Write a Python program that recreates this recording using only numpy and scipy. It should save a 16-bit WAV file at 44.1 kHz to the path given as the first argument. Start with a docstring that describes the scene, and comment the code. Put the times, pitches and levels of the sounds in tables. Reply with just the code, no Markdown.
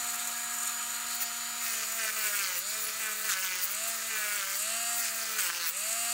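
"""Rotary tool sanding metal

A handheld rotary tool sands a small metal piece held against a vise, heard close up.
Pressed on, the bit slows, knocks the work once a turn and rasps; now and then it bites or chatters.
Underneath, the shaft hums and buzzes, the motor moves air, the bearings hiss
and the speed controller whistles at a fixed pitch."""
import sys
import numpy as np
from scipy import signal
from scipy.fft import rfft, irfft, next_fast_len
from scipy.io import wavfile
from scipy.ndimage import uniform_filter1d, map_coordinates

SR = 44100
rng = np.random.default_rng(int(sys.argv[2]) if len(sys.argv) > 2 else 0)


def store_wav(level_fs):
    """Save 16-bit WAV to argv[1]."""
    pcm = np.round(np.clip(np.atleast_2d(level_fs), -1, 1) * 32767)
    wavfile.write(sys.argv[1], SR, pcm.T.astype(np.int16))


N = 270319
IDLE_HZ, FIRM_DRAG_HZ = 236.9, 30  # free-running turns a second; what a firm press takes off them
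WIDE_WHIRL_DB, TOP_HZ = -47, 15760


# The bit rests lightly on the work. Each row: start and end in seconds.
TOUCH_SPANS = [(1.601, 2.63), (2.68, 3.76), (3.86, 4.59), (4.96, 5.67)]
# The hand leans in; drag is the speed the load would cost if held. Each row: start and end in seconds,
# first and last drag in Hz, relative levels of knock, rasp and scrape in dB.
HAND_PRESSES = [(1.2, 1.242, 9, 10, -50, -48, -39.5), (1.64, 1.757, 8.3, 9.6, -43.5, -38, -38.5),
                (1.751, 1.847, 12, 13.3, -47, -41, -38.5), (1.984, 2.109, 16.1, 25.3, -35.5, -39, -38),
                (2.164, 2.32, 21, 36, -35.5, -36, -40), (2.326, 2.467, 32.4, 59, -36.5, -35.5, -37.5),
                (2.465, 2.585, 60, 68, -39.5, -36.5, -39), (2.777, 2.914, 14.4, 17.2, -47.5, -39.5, -42.5),
                (3.002, 3.137, 21.2, 19, -37, -39, -45), (3.152, 3.233, 10.5, 10.3, -43, -40, -48),
                (3.246, 3.276, 12, 14.6, -35, -35.5, -39), (3.277, 3.335, 85, 100, -35, -36.5, -42),
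                (3.343, 3.412, 45, 47, -35, -38.5, -40.5), (3.425, 3.481, 54, 57, -34, -38, -37),
                (3.485, 3.581, 51, 50, -36.5, -39.5, -39.5), (3.582, 3.642, 50, 48.5, -41, -41.5, -38.5),
                (3.937, 4.018, 11, 18.7, -47, -42, -43), (4.096, 4.152, 26, 26, -35, -47, -41.5),
                (4.151, 4.37, 26, 25.3, -35.5, -37.5, -41.5), (4.368, 4.458, 58, 44.4, -36, -38.5, -39.5),
                (4.466, 4.571, 40, 22.4, -39.5, -38, -40), (4.998, 5.097, 10, 13.1, -43, -37, -38),
                (5.147, 5.247, 5.45, 9.1, -45, -40.5, -39), (5.25, 5.379, 11.3, 25.6, -43, -39, -40),
                (5.385, 5.517, 111, 62, -37.5, -35, -36.5), (5.521, 5.591, 52, 58, -40.5, -40, -38.5),
                (5.597, 5.699, 83.5, 82, -40, -38, -38.5)]

def hand():
    """Touches and presses set the drag on the bit in Hz and the gains of knock, rasp and scrape."""
    touch_drag_hz, sag_db_per_s, release_s = 7.1, 3, .036
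    touch = sum(gate(*span) for span in TOUCH_SPANS)
    drag = touch_drag_hz * touch
    gains = amp([[-47.5], [-42], [-43.5]]) * touch  # knock, rasp, scrape
    powers = np.array([[.37], [.14], [.12]])  # how each grows with effort
    for start, end, first_hz, last_hz, *levels_db in HAND_PRESSES:
        on = gate(start, end)
        push = curve([(start, first_hz), (end, last_hz)])
        drag += on * push
        held = on > 0
        effort = (push[held] + touch_drag_hz) / (push[held].mean() + touch_drag_hz)
        pressed = amp(levels_db)[:, None] * effort ** powers
        # the knock softens as the bit beds in and dies away as the hand eases off
        left_s = np.arange(held.sum(), 0, -1) / SR
        pressed[0] *= amp(sag_db_per_s * (left_s - left_s.mean())) * np.sqrt(np.tanh(left_s / release_s))
        gains[:, held] += on[held] * (pressed - gains[:, held])
    return drag, *gains


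def rotor(drag, inertia_s=.117):
    """Turns a second: the rotor sags under drag and recovers with the same lag."""
    keep = np.exp(-1 / (inertia_s * SR))
    return IDLE_HZ - signal.lfilter([1 - keep], [1, -keep], drag)


# The bright rasp and the darker scrape. Each row: frequency in Hz, relative level in dB.
RASP_SPECTRUM = [(500, -46), (2000, -9), (5200, -7), (6600, 1), (8300, 6.5), (9400, 4), (10800, 2.5),
                 (12200, 1.5), (13800, 4.5), (14800, 9), (15600, 10)]
SCRAPE_SPECTRUM = [(200, -32), (700, -15.5), (1300, -7), (1900, -1.5), (2600, 0), (3300, -5.5), (3900, -10),
                   (4500, -1), (5300, -4), (6500, 0), (8500, -47), (12000, -45)]

def sanding(turns, rasp_gain, scrape_gain):
    """Grit tears the metal in tiny clumps, most at the high spot; the same grains return each turn."""
    clumps = unit(amp(2 * wobble(1100) + 1.2 * wobble(60)))
    tearing = clumps * per_turn(turns, depth_db=8, scatter_db=1.5) * patchy(3.5)
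    rasp = coloured(tearing, RASP_SPECTRUM)
    rub = coloured(per_turn(turns, depth_db=7, scatter_db=7.5) * patchy(2.6), SCRAPE_SPECTRUM)
    scrape = unit(rub + amp(-1.5) * ragged_wave(turns, SCRAPE_SPECTRUM))
    return amp(4 + .4 * wobble(21.4)) * rasp_gain * rasp + amp(wobble(24.98)) * scrape_gain * scrape


def blows(turns, slowing, scuff_db):
    """The high spot of the bit strikes and scuffs once a turn, more unevenly towards a stall."""
    at = passes(turns)
    jitter, strength = rng.standard_normal((4096, 2))[:len(at)].T
    at = np.clip(np.round(at + 1e-5 * SR * jitter), 0, N - 1).astype(int)
    scatter_db = .5 + 6 * slowing[at]
    strikes = np.bincount(at, amp(scatter_db * strength), N)
    scuff = per_turn(turns, depth_db=15, scatter_db=4) * rng.standard_normal(N)
    return unit(strikes) + amp(scuff_db) * scuff


# The ring of the held piece. Each row: frequency in Hz, width in Hz, relative level in dB.
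PIECE_MODES = [(1506.3, 106.6, 2), (1707.4, 130, 0), (1983, 188.5, 0.5), (2289.5, 200, -1.5),
               (2610, 350, -9)]
# How well the piece radiates. Each row: frequency in Hz, relative gain in dB.
PIECE_RADIATION = [(300, -36), (650, -15), (900, 2), (1100, -5), (1280, -1.5), (2700, 3), (3400, -3),
                   (6000, -7)]

def knocking(turns, knock_gain, slowing):
    """The blows ring the held piece, whose modes die away within a turn or two."""
    force = blows(turns, slowing, scuff_db=-17)
    ring = sum(amp(db + 2.3 * wobble(45)) * resonate(force, [(hz, width, 0)])
               for hz, width, db in PIECE_MODES)
    return amp(-2 + .13 * wobble(30)) * knock_gain * coloured(ring, PIECE_RADIATION)


# Brief rattles. Each row: centre in seconds, level in dB, half length in seconds, pitch in Hz.
PIECE_RATTLES = [(1.133, -45, 0.05, 4500), (1.272, -44, 0.03, 4730), (1.486, -50, 0.14, 4700),
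                 (2.001, -42, 0.0099, 1630), (2.09, -43, 0.011, 1500), (2.235, -43, .045, 2150),
                 (2.34, -38, .014, 1530), (2.412, -39, 0.014, 1580), (2.408, -44, 0.011, 2350),
                 (2.45, -39.5, 0.033, 4600), (2.702, -44, 0.11, 4550), (3.305, -41, 0.021, 1399),
                 (3.468, -43, 0.018, 3350), (3.52, -44, 0.048, 2406), (3.633, -35.5, 0.012, 4874),
                 (4.13, -48, .025, 2432), (4.436, -41, 0.015, 1455), (5.396, -37.5, .012, 1379),
                 (5.501, -33.5, 0.012, 1556), (5.547, -45, 0.0081, 1501), (5.573, -46, .009, 2381),
                 (5.634, -39.5, .055, 4320), (5.65, -43, 0.016, 1400)]

def rattles(turns, slowing):
    """The piece rattles against the bit: looser, rougher blows bring out one resonance."""
    contacts = blows(turns + .15, slowing, scuff_db=-9) + slowing * rng.standard_normal(N)
    out = np.zeros(N)
    for centre, db, half, hz in PIECE_RATTLES:
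        ring = signal.lfilter(*signal.iirpeak(hz, Q=7, fs=SR), contacts)
        out += swell(centre, db, half) * unit(ring)
    return out


# The grit digs in at an edge. Each row: centre in seconds, level in dB, half length in seconds.
EDGE_BITES = [(1.152, -34, 0.01), (1.221, -29.5, 0.019), (2.58, -33, 0.019), (2.83, -34, 0.02),
              (3.643, -30, 0.025), (3.714, -34.5, 0.019), (3.888, -36, 0.016), (4.574, -39, 0.013),
              (4.986, -35.5, 0.038), (5.684, -31, 0.028)]
# The high modes of the piece. Each row: frequency in Hz, width in Hz, relative gain in dB.
SCREECH_MODES = [(10400, 500, -0.5), (12050, 640, 0), (15500, 1100, 7.5)]
# The edge sticks. Each row: centre in seconds, level in dB, half length in seconds, pitch in Hz.
EDGE_SQUEAKS = [(2.86, -41, .033, 10930), (2.835, -45, .025, 11820), (3.9, -47, .025, 10900)]

def bites(turns, bite_gain):
    """Short bright screeches where an edge catches the grit, some with a narrow squeak."""
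    t = np.arange(N) / SR
    friction = per_turn(turns, depth_db=9, scatter_db=2) * rng.standard_normal(N)
    slip = unit(wobble(400))
    squeaks = sum(swell(centre, db, half) * np.sin(2 * np.pi * hz * t)
                  for centre, db, half, hz in EDGE_SQUEAKS)
    return bite_gain * resonate(friction, SCREECH_MODES) + np.sqrt(2) * slip * squeaks


# The bit bounces on the work. Each row: start and end in seconds, relative level in dB.
CHATTER_BURSTS = [(3.287, 3.339, -28.5), (3.434, 3.46, -33.5), (5.383, 5.411, -29)]
# The colour of a crack. Each row: frequency in Hz, relative gain in dB.
CRACK_SPECTRUM = [(300, -32), (900, -13), (1400, 5), (2400, 0.5), (3600, 2.5), (5200, 0), (7000, 6.5),
                  (9500, -2.5), (15000, -5)]

def chatter(turns, t60=.02):
    """Hard dry cracks of uneven strength, one a turn, damped at once by the fingers."""
    t = np.arange(1024) / SR
    at = passes(turns)
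    cracks = np.zeros(N)
    for start, end, db in CHATTER_BURSTS:
        for i in at[(at > start * SR) & (at < end * SR)]:
            decay = amp(db + 2 * rng.uniform(-1, 1) - 60 * t / t60)
            cracks[int(i):][:len(t)] += decay * rng.standard_normal(len(t))
    return filtered(cracks, lambda hz: amp(along(CRACK_SPECTRUM, hz) + 3.5))


# Side load bends the shaft twice a turn and it resonates.
# Each row: frequency in Hz, relative level under a firm press in dB.
FLEX_RESONANCE = [(320, -69), (355, -63.5), (385, -71), (412, -63), (440, -57), (470, -76)]
# The ride of the shaft's third order. Each row: time in seconds, relative level in dB.
THIRD_ORDER_RIDE = [(0.0, -52), (1.07, -58.5), (1.28, -51), (1.31, -57), (1.8, -56.5), (2.06, -53),
                    (2.12, -64), (2.18, -54.5), (2.34, -52), (2.37, -66), (2.42, -58), (2.62, -59.5),
                    (2.78, -52.5), (2.82, -61), (3.06, -59), (3.13, -64), (3.25, -55.5), (3.33, -61),
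                    (3.7, -60), (3.84, -48.5), (4.01, -56.5), (4.06, -50), (4.11, -73), (4.2, -54.5),
                    (4.58, -57), (4.7, -48.5), (4.98, -47), (5.04, -54), (5.22, -53), (5.27, -62),
                    (5.43, -58), (5.7, -61.5), (5.91, -48), (6.13, -47.5)]
# Overtones of the free-running bit. Each row: multiple of the turn rate, level in dB.
IDLE_ORDERS = [(4, -56.5), (6, -56), (7, -54.5), (8, -61), (10, -58), (13, -60)]

def shaft_hum(turns, slowing, load):
    """The shaft's clean low orders, which waver under load and judder towards a stall."""
    def order(k):
        return np.sqrt(2) * np.sin(2 * np.pi * (k * turns + rng.random()))

    def judder():
        return amp(load * (2.5 * wobble(35) - .5) + 9 * slowing * wobble(90) - 3 * slowing)

    unbalance = amp(-59.8 - 39 * slowing + .77 * wobble(4.47)) * order(1)
    flex_gain = amp(-75.5) + load * amp(along(FLEX_RESONANCE, 2 * IDLE_HZ * (1 - slowing)))
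    flex = judder() * flex_gain * order(2)
    third = judder() * amp(curve(THIRD_ORDER_RIDE) + 1.5) * order(3)
    running_free = np.clip(1 - slowing / .035, 0, 1)
    overtones = sum(amp(db + 2.2 * wobble(2.3)) * order(k) for k, db in IDLE_ORDERS)
    return unbalance + flex + third + running_free * overtones


# The shaft whirls more as the grip shifts. Each row: time in seconds, relative unloaded whirl in dB.
WHIRL_RIDE = [(0, -63), (1.3, -52), (2.2, -53.5), (3.3, -46), (4.7, -45.5), (6.13, -46)]
# The colour of the buzz. Each row: frequency in Hz, relative level in dB.
BUZZ_SPECTRUM = [(900, -34), (1150, 0), (1400, 2), (1650, 2), (1880, 1.5), (2300, 1), (2560, 5.5),
                 (2780, 8.5), (3000, 0), (3280, -1), (3500, -5), (4050, 1.5), (4400, -2), (4650, 8),
                 (4900, -4), (6300, -8), (8000, 3), (10400, -9), (12000, -36)]

def shaft_buzz(turns, whirl_db):
    """The whirling shaft rattles in its play: a buzz that falls away fast as the whirl narrows."""
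    level_db = whirl_db + 7 - 1.7 * np.maximum(WIDE_WHIRL_DB - whirl_db, 0)
    pulses = per_turn(turns, depth_db=10, scatter_db=-2) * rng.standard_normal(N)
    high_orders = ragged_wave(turns + .003 * wobble(70), BUZZ_SPECTRUM)
    buzz = unit(high_orders + amp(-13) * coloured(pulses, BUZZ_SPECTRUM))
    return amp(level_db + .55 * wobble(25)) * buzz


# The ride of the motor's air. Each row: time in seconds, level at full speed in dB.
AIR_RIDE = [(0, -37.5), (.5, -39), (.9, -39), (2, -39.5), (4.6, -40), (6.13, -40)]
# The colour of the air. Each row: frequency in Hz, relative level in dB.
AIR_SPECTRUM = [(25, -35), (60, -16), (200, -16), (400, -16), (750, -7), (1080, -5.5), (1240, 3),
                (1550, -0.5), (2500, -0.5), (3350, -4.5), (4000, 0), (4600, 0), (5150, -8.5), (6300, -5),
                (9000, -7), (15500, -8)]
# The ring of the casing. Each row: frequency in Hz, width in Hz, relative gain in dB.
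CASING_MODES = [(1233, 46, -1.5), (1344, 40, -3), (1645, 29, -4.5), (1903, 26, -12.5)]

def motor_air(slowing):
    """The motor's air noise rings its casing and sinks as the rotor slows."""
    rush = coloured(patchy(1.5), AIR_SPECTRUM)
    casing = resonate(amp(1.8 * wobble(35)) * rng.standard_normal(N), CASING_MODES)
    return amp(curve(AIR_RIDE) - 10 * slowing) * (rush + amp(-10) * casing)


# The ride of the bearing hiss. Each row: time in seconds, relative level in dB.
HISS_RIDE = [(0.0, -39), (.45, -41), (.7, -37), (.77, -43), (1, -39.5), (1.06, -46), (1.09, -39.5),
             (1.25, -44), (1.43, -43.5), (1.9, -41.5), (2.36, -38), (2.51, -40), (2.62, -41), (2.7, -36),
             (2.85, -44.5), (3.05, -41.5), (3.24, -44.5), (3.31, -40.5), (3.73, -42.5), (3.76, -37),
             (3.85, -39), (3.93, -42), (4.55, -40), (4.6, -35), (4.7, -38), (4.98, -38.5), (5.1, -41.5),
             (5.38, -44), (5.39, -37.5), (5.55, -40), (5.68, -47), (5.73, -39.5), (5.8, -36), (6.13, -38)]
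# The colour of the hiss. Each row: frequency in Hz, relative level in dB.
HISS_SPECTRUM = [(3000, -32.5), (5300, -13), (6000, -10), (6500, -6), (6800, -1.5), (7100, 2), (7350, -4.5),
                 (7750, 0), (8250, 1), (8750, -5), (9100, -8.5), (10400, -9), (15500, -11)]

def bearings(turns, slowing, load, whirl_db):
    """A fluttering hiss, with a sizzle that repeats each turn when the shaft whirls widely."""
    flutter = unit(amp(2.2 * wobble(170) + 1.1 * wobble(35)))
    flutter *= per_turn(turns, depth_db=2.5, scatter_db=2.5)
    hiss = coloured(flutter * patchy(1.2), HISS_SPECTRUM)
    sizzle = amp(-4 + 1.2 * (whirl_db - WIDE_WHIRL_DB)) * ragged_wave(turns, HISS_SPECTRUM)
    return amp(curve(HISS_RIDE) + 2.04 - 19.5 * slowing + 2.3 * load) * (hiss + sizzle)


# The whistle fades and returns as the hands move. Each row: time in seconds, level in dB.
WHISTLE_RIDE = [(0, -40), (.2, -44), (.48, -45), (.58, -42.5), (.74, -38), (1, -44.5), (1.25, -41.5),
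                (1.45, -42.5), (1.65, -41), (2, -45), (2.55, -46), (2.72, -41), (2.95, -47.5), (3.38, -50),
                (3.55, -46.5), (4.1, -45.5), (4.25, -51), (4.6, -47), (5, -45), (5.3, -58), (5.65, -55),
                (5.85, -51), (6.13, -50)]

def controller(switching_hz=6982.5):
    """The speed controller's switching tone and its octave, both wavering slightly."""
    phase = 2 * np.pi * switching_hz * np.arange(N) / SR + .31 * wobble(7)
    tone = amp(curve(WHISTLE_RIDE) + .86 * wobble(15)) * np.sin(phase)
    octave = amp(-60.5 + 2.3 * wobble(8)) * np.sin(2 * phase)
    return np.sqrt(2) * (tone + octave)


def bench(x, wet_db, t60):
    """Bench and walls add a short, dense answer."""
    t = np.arange(SR // 3) / SR
    tail = rng.standard_normal(len(t)) * amp(-60 * t / t60) * (t > .002)
    return x + amp(wet_db) * signal.fftconvolve(x, tail / np.linalg.norm(tail))[:N]


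def ragged_wave(turns, spectrum, drift=.22, size=1024):
    """One wave a turn, slowly changing: wavering high orders sweep through a fixed spectrum."""
    hz = IDLE_HZ * np.arange(size // 2 + 1)
    phases = np.exp(2j * np.pi * rng.random((3, len(hz))))
    waves = irfft((hz > 1000) * (hz < TOP_HZ) * phases)
    steady, *drifting = [np.interp(turns % 1, np.arange(size) / size, wave) for wave in waves]
    return coloured(steady + drift * sum(wobble(28) * wave for wave in drifting), spectrum)


def per_turn(turns, depth_db, scatter_db):
    """A gain that peaks once a turn, each turn at a new strength."""
    strength = rng.uniform(-1, 1, 4096)[np.round(turns).astype(int)]
    peak = np.cos(np.pi * turns) ** 8
    return unit(amp(peak * (depth_db + scatter_db * strength)))


def passes(turns):
    """The samples at which the high spot of the bit comes round."""
    return np.interp(np.arange(1, int(turns[-1])), turns, np.arange(N))


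def patchy(depth_db):
    """Noise whose colour shifts in small random patches."""
    bins = signal.stft(rng.standard_normal(N), nperseg=512)[2]
    patches = uniform_filter1d(rng.standard_normal(bins.shape), size=6, axis=0)
    patches = uniform_filter1d(patches, size=12, axis=1)
    return unit(signal.istft(bins * amp(depth_db * unit(patches)), nperseg=512)[1][:N])


def resonate(x, modes):
    """x rung through (Hz, width, dB) resonances of alternating sign, at rms 1."""
    def response(f):
        return sum((-1) ** k * amp(db) * 1j * f * width / (hz * hz - f * f + 1j * f * width)
                   for k, (hz, width, db) in enumerate(modes))
    return unit(filtered(x, response))


def coloured(x, spectrum):
    """x shaped by a spectrum, at rms 1."""
    return unit(filtered(x, lambda hz: amp(along(spectrum, hz))))


def filtered(x, response):
    """x through a complex frequency response."""
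    size = next_fast_len(N + 8192)
    return irfft(rfft(x, size) * response(np.fft.rfftfreq(size, 1 / SR)), size)[:N]


def gate(start, end, ramp_s=.0088):
    """1 between two times, with short ramps."""
    t = np.arange(N) / SR
    return np.clip((t - start) / ramp_s + .5, 0, 1) * np.clip((end - t) / ramp_s + .5, 0, 1)


def swell(centre, db, half):
    """A brief bell-shaped gain."""
    return amp(db) * np.exp(-np.minimum(((np.arange(N) / SR - centre) / half) ** 2, 50))


def wobble(rate):
    """A smooth random curve, rate knots a second."""
    return map_coordinates(rng.standard_normal(8192), [np.arange(N) * rate / SR], mode="mirror")


def curve(rows):
    """(seconds, value) rows as one value per sample."""
    return np.interp(np.arange(N) / SR, *np.transpose(rows))


def along(points, hz):
    """(Hz, value) points read on a log axis."""
    freqs, values = np.transpose(points)
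    return np.interp(np.log(hz + 1), np.log(freqs + 1), values)


def amp(db):
    """Decibels to gain."""
    return 10 ** (np.asarray(db) / 20)


def unit(x):
    """x at rms 1."""
    return x / np.sqrt(np.mean(x ** 2) + 1e-20)


def scene():
    """The hand loads the bit, the load slows the shaft, and the shaft sets the pace of the sanding."""
    drag, knock_gain, rasp_gain, scrape_gain = hand()
    speed = rotor(drag)
    turns = np.cumsum(speed * (1 + .0006 * wobble(40))) / SR
    slowing = 1 - speed / IDLE_HZ  # 0 running free, 1 at a standstill
    load = np.tanh(2 * drag / FIRM_DRAG_HZ)
    whirl_db = curve(WHIRL_RIDE) - 14 * slowing - 6 * load
    bite_gain = sum(swell(*bite) for bite in EDGE_BITES)
    rasp_gain = np.hypot(rasp_gain, amp(-5) * bite_gain)  # a bite also rasps
    work = knocking(turns, knock_gain, slowing) + sanding(turns, rasp_gain, scrape_gain)
    work += bites(turns, bite_gain) + chatter(turns) + rattles(turns, slowing)
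    tool = shaft_hum(turns, slowing, load) + shaft_buzz(turns, whirl_db)
    tool += motor_air(slowing) + bearings(turns, slowing, load, whirl_db) + controller()
    mono = tool + bench(work, wet_db=-20, t60=.12)
    return np.array([mono, mono])


def record(dry):
    """A brick-wall low-pass takes off the very top."""
    return np.array([filtered(channel, lambda hz: hz < TOP_HZ) for channel in dry])


dry = scene()
out = record(dry)
store_wav(out)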